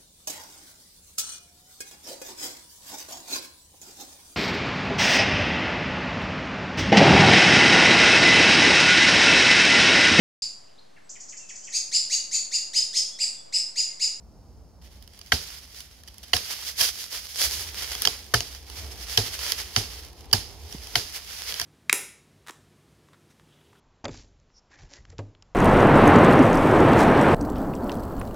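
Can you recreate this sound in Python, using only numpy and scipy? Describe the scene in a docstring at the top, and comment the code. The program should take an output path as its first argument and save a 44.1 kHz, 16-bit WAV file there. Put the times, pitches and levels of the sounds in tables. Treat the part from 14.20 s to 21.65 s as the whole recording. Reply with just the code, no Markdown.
"""A light wind rumbles through an autumn wood; then dry branches crack as someone pulls them off the trees,
pushing through brush and dead leaves. A bent branch ticks faintly before it gives. Each break is a few
milliseconds of tearing fibres that ring the wood; the freed limb shudders and thumps just after, and
trunks and foliage scatter the crack. In between, leaves crunch, twigs snap and the ground knocks twice."""
import sys
import numpy as np
from scipy import signal
from scipy.fft import rfft, irfft
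from scipy.io import wavfile
from scipy.ndimage import uniform_filter1d

SR = 44100
rng = np.random.default_rng(int(sys.argv[2]) if len(sys.argv) > 2 else 0)


def digitize_waveform(pressure):
    """Quantize a signal to 16-bit integers and store it at the path in sys.argv[1].

    Rows of a 2-D input are taken as channels; values are limited to [-1, 1].
    """
    field = np.atleast_2d(pressure).T
    bounded = np.clip(field, -1, 1)
    quanta = np.round(bounded * 32767).astype(np.int16)
    wavfile.write(sys.argv[1], SR, quanta)


N = 328545
TIME = np.arange(N) / SR
CRACK_GAIN = np.sqrt(.007 * SR)  # a burst's level is its rms as if spread over 7 ms

# Branches breaking. Each row: start in seconds, snap level in dB, tearing time in seconds, woody body and
# splinter treble in dB against the snap, the stick's resonance in Hz, thump level in dB, thump pitch in Hz.
BREAKS = [(1.1191, -19.5, 0.0053, 7, -24, 2140, -25, 72.7), (2.1318, -17, 0.0066, 1.5, -18, 3000, -33, 75),
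          (4.1379, -16.5, 0.0086, 2.5, -8, 1690, -20.5, 115),
          (4.9737, -12.5, 0.0046, -10.5, -18, 3250, -21, 104.8),
          (5.5619, -16.5, 0.0025, -4.5, -14, 3020, -23.5, 101.5),
          (6.1284, -12.5, 0.0067, -8, -6, 5240, -22.5, 96.7),
          (6.7541, -16, 0.0033, -2, -32, 3320, -33, 116)]
# The crunch of dry leaves, also the grit in a crack. Each row: frequency in Hz, level in dB.
LEAF_SPECTRUM = [(150, -26.5), (420, -6.5), (600, -6.5), (1000, -6.5), (2100, -3), (2650, -5.5), (3190, -2),
                 (3830, -5.5), (4860, -3), (5900, -2.5), (8000, -14), (10500, -8.5), (14300, -11),
                 (16000, -16)]


def undb(db):
    """Decibels to gain."""
    return 10 ** (np.asarray(db) / 20)


def unit(x):
    """Scale to unit energy, averaged over the channels."""
    return x / np.sqrt(np.mean(np.sum(x ** 2, axis=-1)))


def ring(x, response):
    """Pass a sound through an impulse response, keeping its length."""
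    return signal.fftconvolve(np.atleast_2d(x), np.atleast_2d(response), axes=-1)[:, :x.shape[-1]]


def colour(points, share=1, size=4096):
    """Causal impulse response of a (Hz, dB) spectrum; share scales the decibels."""
    hz, db = np.transpose(points)
    grid = np.maximum(np.arange(size // 2 + 1) * SR / size, 1)
    curve_db = share * np.interp(np.log(grid), np.log(hz), db)
    cepstrum = irfft(np.log(undb(curve_db)))
    cepstrum[1:size // 2] *= 2
    cepstrum[size // 2 + 1:] = 0
    return irfft(np.exp(rfft(cepstrum)))


def split(x, hz):
    """The parts below and above a frequency."""
    return [signal.sosfilt(signal.butter(3, hz, kind, fs=SR, output="sos"), x) for kind in ("low", "high")]


def widen(rows, above_hz, apart):
    """Three rows to stereo: the first sits in the centre, the others give each side its own highs."""
    return rows[0] + apart * split(rows[1:], above_hz)[1]


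def drift(rate_hz):
    """Smooth random wander with a spread near 1."""
    hold = int(SR / rate_hz)
    steps = np.repeat(rng.standard_normal(N // hold + 1), hold)
    return 1.3 * uniform_filter1d(uniform_filter1d(steps, hold), hold)[:N]


def add(out, start_s, x):
    """Mix a sound in at a time."""
    i = int(start_s * SR)
    out[..., i:i + x.shape[-1]] += x[..., :N - i]


def air(spectrum, db, gust_db, apart=0.39):
    """Moving air: a noise rumble that swells and sinks with the gusts."""
    noise = rng.standard_normal((3, N))
    rumble = ring(noise[0] + apart * noise[1:], colour(spectrum))
    return np.sqrt(N) * unit(rumble) * undb(db + gust_db * drift(4.64))


def wind(swell_at_s=3.09, swell_fade_s=0.1, ease_db_per_s=1.02):
    """A light breeze, a little louder at first; a stronger wind joins it and slowly dies down."""
    # The rumble of the breeze and of the stronger wind. 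Each row: frequency in Hz, level in dB.
    breeze_spectrum = [(20, -34), (40, -4), (65, 3.5), (110, -13), (200, -14), (350, -21.5), (800, -24),
                       (1800, -43), (3500, -47.5), (5600, -37), (8000, -48), (16000, -45)]
    swell_spectrum = [(20, -53), (45, -7), (68, 7.5), (115, -13.5), (200, -22), (430, -15), (580, -23.5),
                      (800, -18), (1500, -36), (4000, -34), (16000, -61)]
    opening_db = np.interp(TIME, [.6, 1.15], [4.3, 0])
    breeze = air(breeze_spectrum, db=-53, gust_db=1) * undb(opening_db)
    since_s = TIME - swell_at_s
    swell = air(swell_spectrum, db=-44.5 - ease_db_per_s * since_s, gust_db=3.5)
    return breeze + np.clip(since_s / swell_fade_s, 0, 1) * swell


def agitation(stir_at_s=.613, stir_fade_s=.006, stir_db=-57, crest_roundness=0.65):
    """Level and crispness of the leaves in dB: rustles swell and settle over a faint, steady stir."""
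    # Pushes, steps and falls in the brush. Each row: peak time in seconds, level in dB,
    # rise and fall in seconds, crispness in dB.
    rustles = [(1.25, -39, 0.068, 0.094, 1.5), (1.575, -42, 0.038, .04, 3), (2.35, -34, 0.084, 0.11, 1),
               (2.489, -28.5, 0.022, 0.017, 5), (2.616, -17, 0.012, 0.035, 5.5),
               (2.8, -39.5, 0.066, 0.063, 5.5), (2.94, -33.5, 0.037, 0.078, 1.5),
               (3.244, -20.5, 0.025, .016, 4), (3.34, -33.5, 0.16, 0.085, 6.5), (3.63, -32, 0.16, 0.18, 0),
               (4.28, -43.5, 0.03, 0.086, 1), (4.59, -37, 0.044, 0.17, 0), (4.98, -37, 0.13, .18, 1),
               (5.29, -32, 0.13, 0.11, 0), (5.72, -41, 0.31, 0.098, -0.5), (6.62, -43.5, 0.15, 0.45, 1),
               (6.93, -39.5, 0.024, 0.057, 0), (7.18, -39, 0.091, 0.11, 1.5), (7.4, -34, 0.14, 0.11, -1.5)]
    power = undb(2 * stir_db) * np.clip((TIME - stir_at_s) / stir_fade_s, 0, 1) + 1e-14
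    crispness = np.zeros(N)
    for peak_s, db, rise_s, fall_s, crisp_db in rustles:
        away = (TIME - peak_s) / np.where(TIME < peak_s, rise_s, fall_s)
        swell = np.exp(np.maximum(crest_roundness - np.hypot(away, crest_roundness), -20))
        rustle_power = (undb(db) * swell) ** 2
        power += rustle_power
        crispness += crisp_db * rustle_power
    return 10 * np.log10(power), crispness / power


def crackles(per_s, spread_db):
    """Dry matter buckling: three rows of random clicks of unequal size."""
    sizes = undb(spread_db * np.minimum(rng.exponential(size=(3, N)), 5))
    hits = rng.random((3, N)) < per_s / SR
    return unit(hits * sizes * np.sign(rng.standard_normal((3, N))))


def brush(hiss=0.76, stems=0.33, flutter_db=2.65):
    """Leaves buckle in thousands of tiny clicks, stems in fewer, larger ones, over the hiss of sliding."""
    level_db, crisp_db = agitation()
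    grains = crackles(per_s=2200, spread_db=1.5) + hiss * unit(rng.standard_normal((3, N)))
    grains = unit(widen(grains, above_hz=1870, apart=2.01))  # leaves lie all around
    grains += stems * crackles(per_s=70, spread_db=2.5)[0]  # stems click in the centre
    crunch = np.sqrt(N) * unit(ring(grains, colour(LEAF_SPECTRUM)))
    low, high = split(crunch, 3350)
    leaves = low * undb(-.7 * crisp_db) + high * undb(0.33 * crisp_db)
    return leaves * undb(level_db + flutter_db * drift(45))


def strain_ticks(count=5, span_s=.29, lull_s=.03, db=-53.5, spread_db=3.5, tear_s=.002, treble_db=0):
    """Rows of tiny twig snaps: single fibres give as a branch bends, then it holds for a moment."""
    ticks = []
    for break_s, *_ in BREAKS:
        for k in range(count):
            start_s = break_s - lull_s - span_s * (k + rng.random()) / count
            ticks.append((start_s, db + spread_db * rng.uniform(-1, 1), tear_s, treble_db))
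    return ticks


def modes(table, t, detune):
    """Wood ringing as damped sines; detune shifts each pitch at random, as no two sticks are alike."""
    hz, width, db = np.transpose(table)[:, :, None]
    hz = hz * (1 + detune * rng.standard_normal(hz.shape))
    sign = (-1) ** np.arange(len(table))[:, None]
    decay = undb(db) * width * np.exp(-np.pi * width * t)
    return np.sum(sign * decay * np.sin(2 * np.pi * hz * t), axis=0)


def crack(db, tear_s, body_db, treble_db, ring_hz, ring_width_hz, ring_db, grit, spread_db=5, size=2048):
    """Fibres fail in a quick cascade; each failure rings the wood and sheds a bright splinter click."""
    # The resonances of dry wood. Each row: pitch in Hz, bandwidth in Hz, level in dB.
    wood_modes = [(723, 30.5, 4), (980, 470, -9.5), (1470, 210, -4.5), (1655, 110, 1.5), (2104, 130, -6.5),
                  (2810, 102, -5), (3147, 150, 4.5), (4540, 380, 2), (5370, 550, -4.5), (5464, 250, 4.5),
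                  (6640, 460, -12.5)]
    # The sizzle of splinters. Each row: frequency in Hz, level in dB.
    splinter_spectrum = [(1500, -19), (6000, -14.5), (8000, -11.5), (10700, -5.5), (13000, -11),
                         (16000, -7.5)]
    t = TIME[:size]
    cascade = np.minimum(t / (0.19 * tear_s), 1) / (1 + (t / tear_s) ** 6)
    failures = cascade * undb(spread_db * rng.standard_normal(size)) * rng.standard_normal((3, size))
    fibres = widen(failures, above_hz=2600, apart=1.76)
    own_ring = unit(modes([(ring_hz, ring_width_hz, 0)], t, detune=0))
    common_ring = unit(modes(wood_modes, t, detune=0.029))
    wood = common_ring + undb(ring_db) * own_ring + grit * unit(colour(LEAF_SPECTRUM, size=size))
    body, snap = split(ring(fibres, wood), 2340)
    splinters = ring(fibres, colour(splinter_spectrum))
    blend = unit(snap) + undb(body_db) * unit(body) + undb(treble_db) * unit(splinters)
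    return undb(db) * CRACK_GAIN * blend


def shudder(db, travel_s=.018, fall_s=0.013, apart=0.37, size=8192):
    """Freed wood shakes; bending waves travel as the root of their frequency, so the lows come late."""
    # The dull voice of a shaking limb. Each row: frequency in Hz, level in dB.
    limb_spectrum = [(50, 1.5), (100, 6.5), (160, 2.5), (210, -4.5), (260, 0.5), (330, -8.5), (440, 6),
                     (570, -13), (720, -2), (900, -5.5), (1300, -23), (2500, -32), (8000, -61)]
    shakes = widen(rng.standard_normal((3, size)), above_hz=140, apart=apart)
    limb = ring(shakes * np.exp(-TIME[:size] / fall_s), colour(limb_spectrum))
    hz = np.arange(size // 2 + 1) * SR / size
    phase_lag = 4 * np.pi * travel_s * np.sqrt(100 * hz)  # travel_s is the delay at 100 Hz
    return undb(db) * CRACK_GAIN * unit(irfft(rfft(limb) * np.exp(-1j * phase_lag)))


def forest_echo(db, near_db=-7, near_t60=0.25, far_db=-11, far_t60=0.54, grain_db=3, size=20000):
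    """Nearby trunks throw back a grainy burst of echoes; the wood beyond answers with a longer hiss."""
    # The tone of echoes off trunks and foliage. Each row: frequency in Hz, level in dB.
    foliage_spectrum = [(60, -3), (200, -10), (450, -6), (1000, -13.5), (1800, -12), (2500, -10),
                        (3100, -7), (3900, -7.5), (4900, -3), (6300, -7), (8000, -19), (10500, -12),
                        (16000, -22)]
    t = TIME[:size]
    grains = rng.standard_normal((3, size)) * undb(grain_db * rng.standard_normal(size))
    onset = np.clip(t / 0.0037 - 1, 0, 1)
    echoes = widen(grains, above_hz=1270, apart=1.95) * onset
    near, far = (unit(undb(-60 * t / t60)) for t60 in (near_t60, far_t60))
    fade = np.hypot(undb(near_db) * near, undb(far_db) * far)
    tail = unit(ring(echoes * fade, colour(foliage_spectrum, size=1024)))
    return undb(db) * CRACK_GAIN * np.linalg.norm(fade) * tail


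def twigs(centre_hz=3400, spread_octaves=0.46, body_db=-8):
    """Twig snaps and strain ticks: thin wood cracks with little body, quivers and echoes."""
    # Twigs snapping. Each row: start in seconds, snap level in dB, tearing time in seconds,
    # splinter treble in dB against the snap.
    snaps = [(.99, -48.5, 0.0036, 1), (1.0125, -43.5, 0.0035, -14), (1.603, -41, 0.0048, 0),
             (1.8737, -43, 0.013, -6), (1.982, -50.5, .002, 9), (2.028, -42, 0.018, -5),
             (2.164, -24, .005, -11), (2.6044, -19, 0.015, -2.5), (3.7511, -30, 0.0012, -26.5),
             (3.8201, -29, 0.0014, 7), (3.8507, -16.5, 0.0042, -18), (3.8729, -15, 0.0013, -23),
             (4.2055, -25, 0.00067, -33), (4.3486, -42.5, .001, -12), (4.499, -42.5, 0.0019, -5),
             (5.3204, -25, 0.0004, 1), (6.112, -43, 0.0034, -24), (6.5249, -38.5, 0.0016, -10),
             (6.67, -41.5, 0.0027, -7), (7.323, -32, 0.001, -11), (7.3412, -31.5, 0.0006, -17),
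             (7.3975, -25.5, 0.002, -9), (7.414, -26.5, 0.0023, -10)]
    out = np.zeros((2, N))
    for start_s, db, tear_s, treble_db in snaps + strain_ticks():
        ring_hz = centre_hz * 2 ** (spread_octaves * rng.uniform(-1, 1))  # no two are equally thick
        snap = crack(db, tear_s, body_db, treble_db, ring_hz, ring_width_hz=440, ring_db=-5, grit=0.62)
        add(out, start_s, snap)
        add(out, start_s, shudder(db - 18, travel_s=0.00594, fall_s=0.011))
        add(out, start_s, forest_echo(db - 4))
    return out


def thump(db, hz, rise_s, fall_s, sag_s=0.0034, size=8192):
    """A low swing that builds up and sinks an octave to hz, as slow bending waves trail fast ones."""
    t = TIME[:size]
    phase = 2 * np.pi * hz * (t + sag_s * (1 - np.exp(-t / sag_s)))
    swell = (1 - np.exp(-(t / rise_s) ** 3)) * np.exp(-t / fall_s)
    return undb(db) * swell / swell.max() * np.sin(phase)


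def branches(wobble_db=-8, echo_db=-13):
    """A branch cracks; the freed limb shudders, thumps and wobbles on, and the forest answers."""
    out = np.zeros((2, N))
    for start_s, db, tear_s, body_db, treble_db, ring_hz, thump_db, thump_hz in BREAKS:
        shudder_db = -15 + 0.46 * thump_db  # a limb that thumps harder also shudders harder
        snap = crack(db, tear_s, body_db, treble_db, ring_hz, ring_width_hz=280, ring_db=-4.5, grit=0.38)
        add(out, start_s, snap)
        add(out, start_s, shudder(shudder_db))
        add(out, start_s, shudder(shudder_db + wobble_db, travel_s=.03, fall_s=0.047, apart=0.27))
        add(out, start_s, thump(thump_db, thump_hz, rise_s=0.013, fall_s=0.021))
        add(out, start_s, forest_echo(echo_db))
    return out


def ground_knocks():
    """Dull knocks on the ground: a short thump with a faint shudder."""
    # The knocks. Each row: start in seconds, thump level in dB, pitch in Hz.
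    knocks = [(1.537, -43, 125), (6.546, -27.5, 140)]
    out = np.zeros((2, N))
    for start_s, db, hz in knocks:
        add(out, start_s, thump(db, hz, rise_s=0.0021, fall_s=0.0034))
        add(out, start_s, shudder(db - 12.5, travel_s=0.00344, fall_s=0.0046))
    return out


def scene():
    """Wind, breaking wood, knocks and brush, coloured a little differently on each side."""
    # The tone of the two microphone ports. Each row: frequency in Hz, left minus right in dB.
    port_balance = [(60, -1), (600, -0.5), (1300, 5.5), (2000, 1), (3000, -4), (3900, -4), (5000, -13.5),
                    (6300, 2.5), (7400, -3), (8600, 1), (10700, -5.5), (14000, 0.5)]
    ports = np.array([colour(port_balance, share=1 / 2), colour(port_balance, share=-1 / 2)])
    return ring(wind() + branches() + twigs() + ground_knocks() + brush(), ports)


def record(dry):
    """The right side lags a sample; deep bass is cut, the sharpest cracks rounded and the top trimmed."""
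    sound = np.array([dry[0], np.append(0, dry[1, :-1])])
    sound = signal.sosfilt(signal.butter(3, 34, "high", fs=SR, output="sos"), sound)
    rounded = sound / (1 + sound ** 4) ** (1 / 4)
    return signal.sosfilt(signal.ellip(8, .2, 70, 15600, "low", fs=SR, output="sos"), rounded)


dry = scene()
out = record(dry)
digitize_waveform(out)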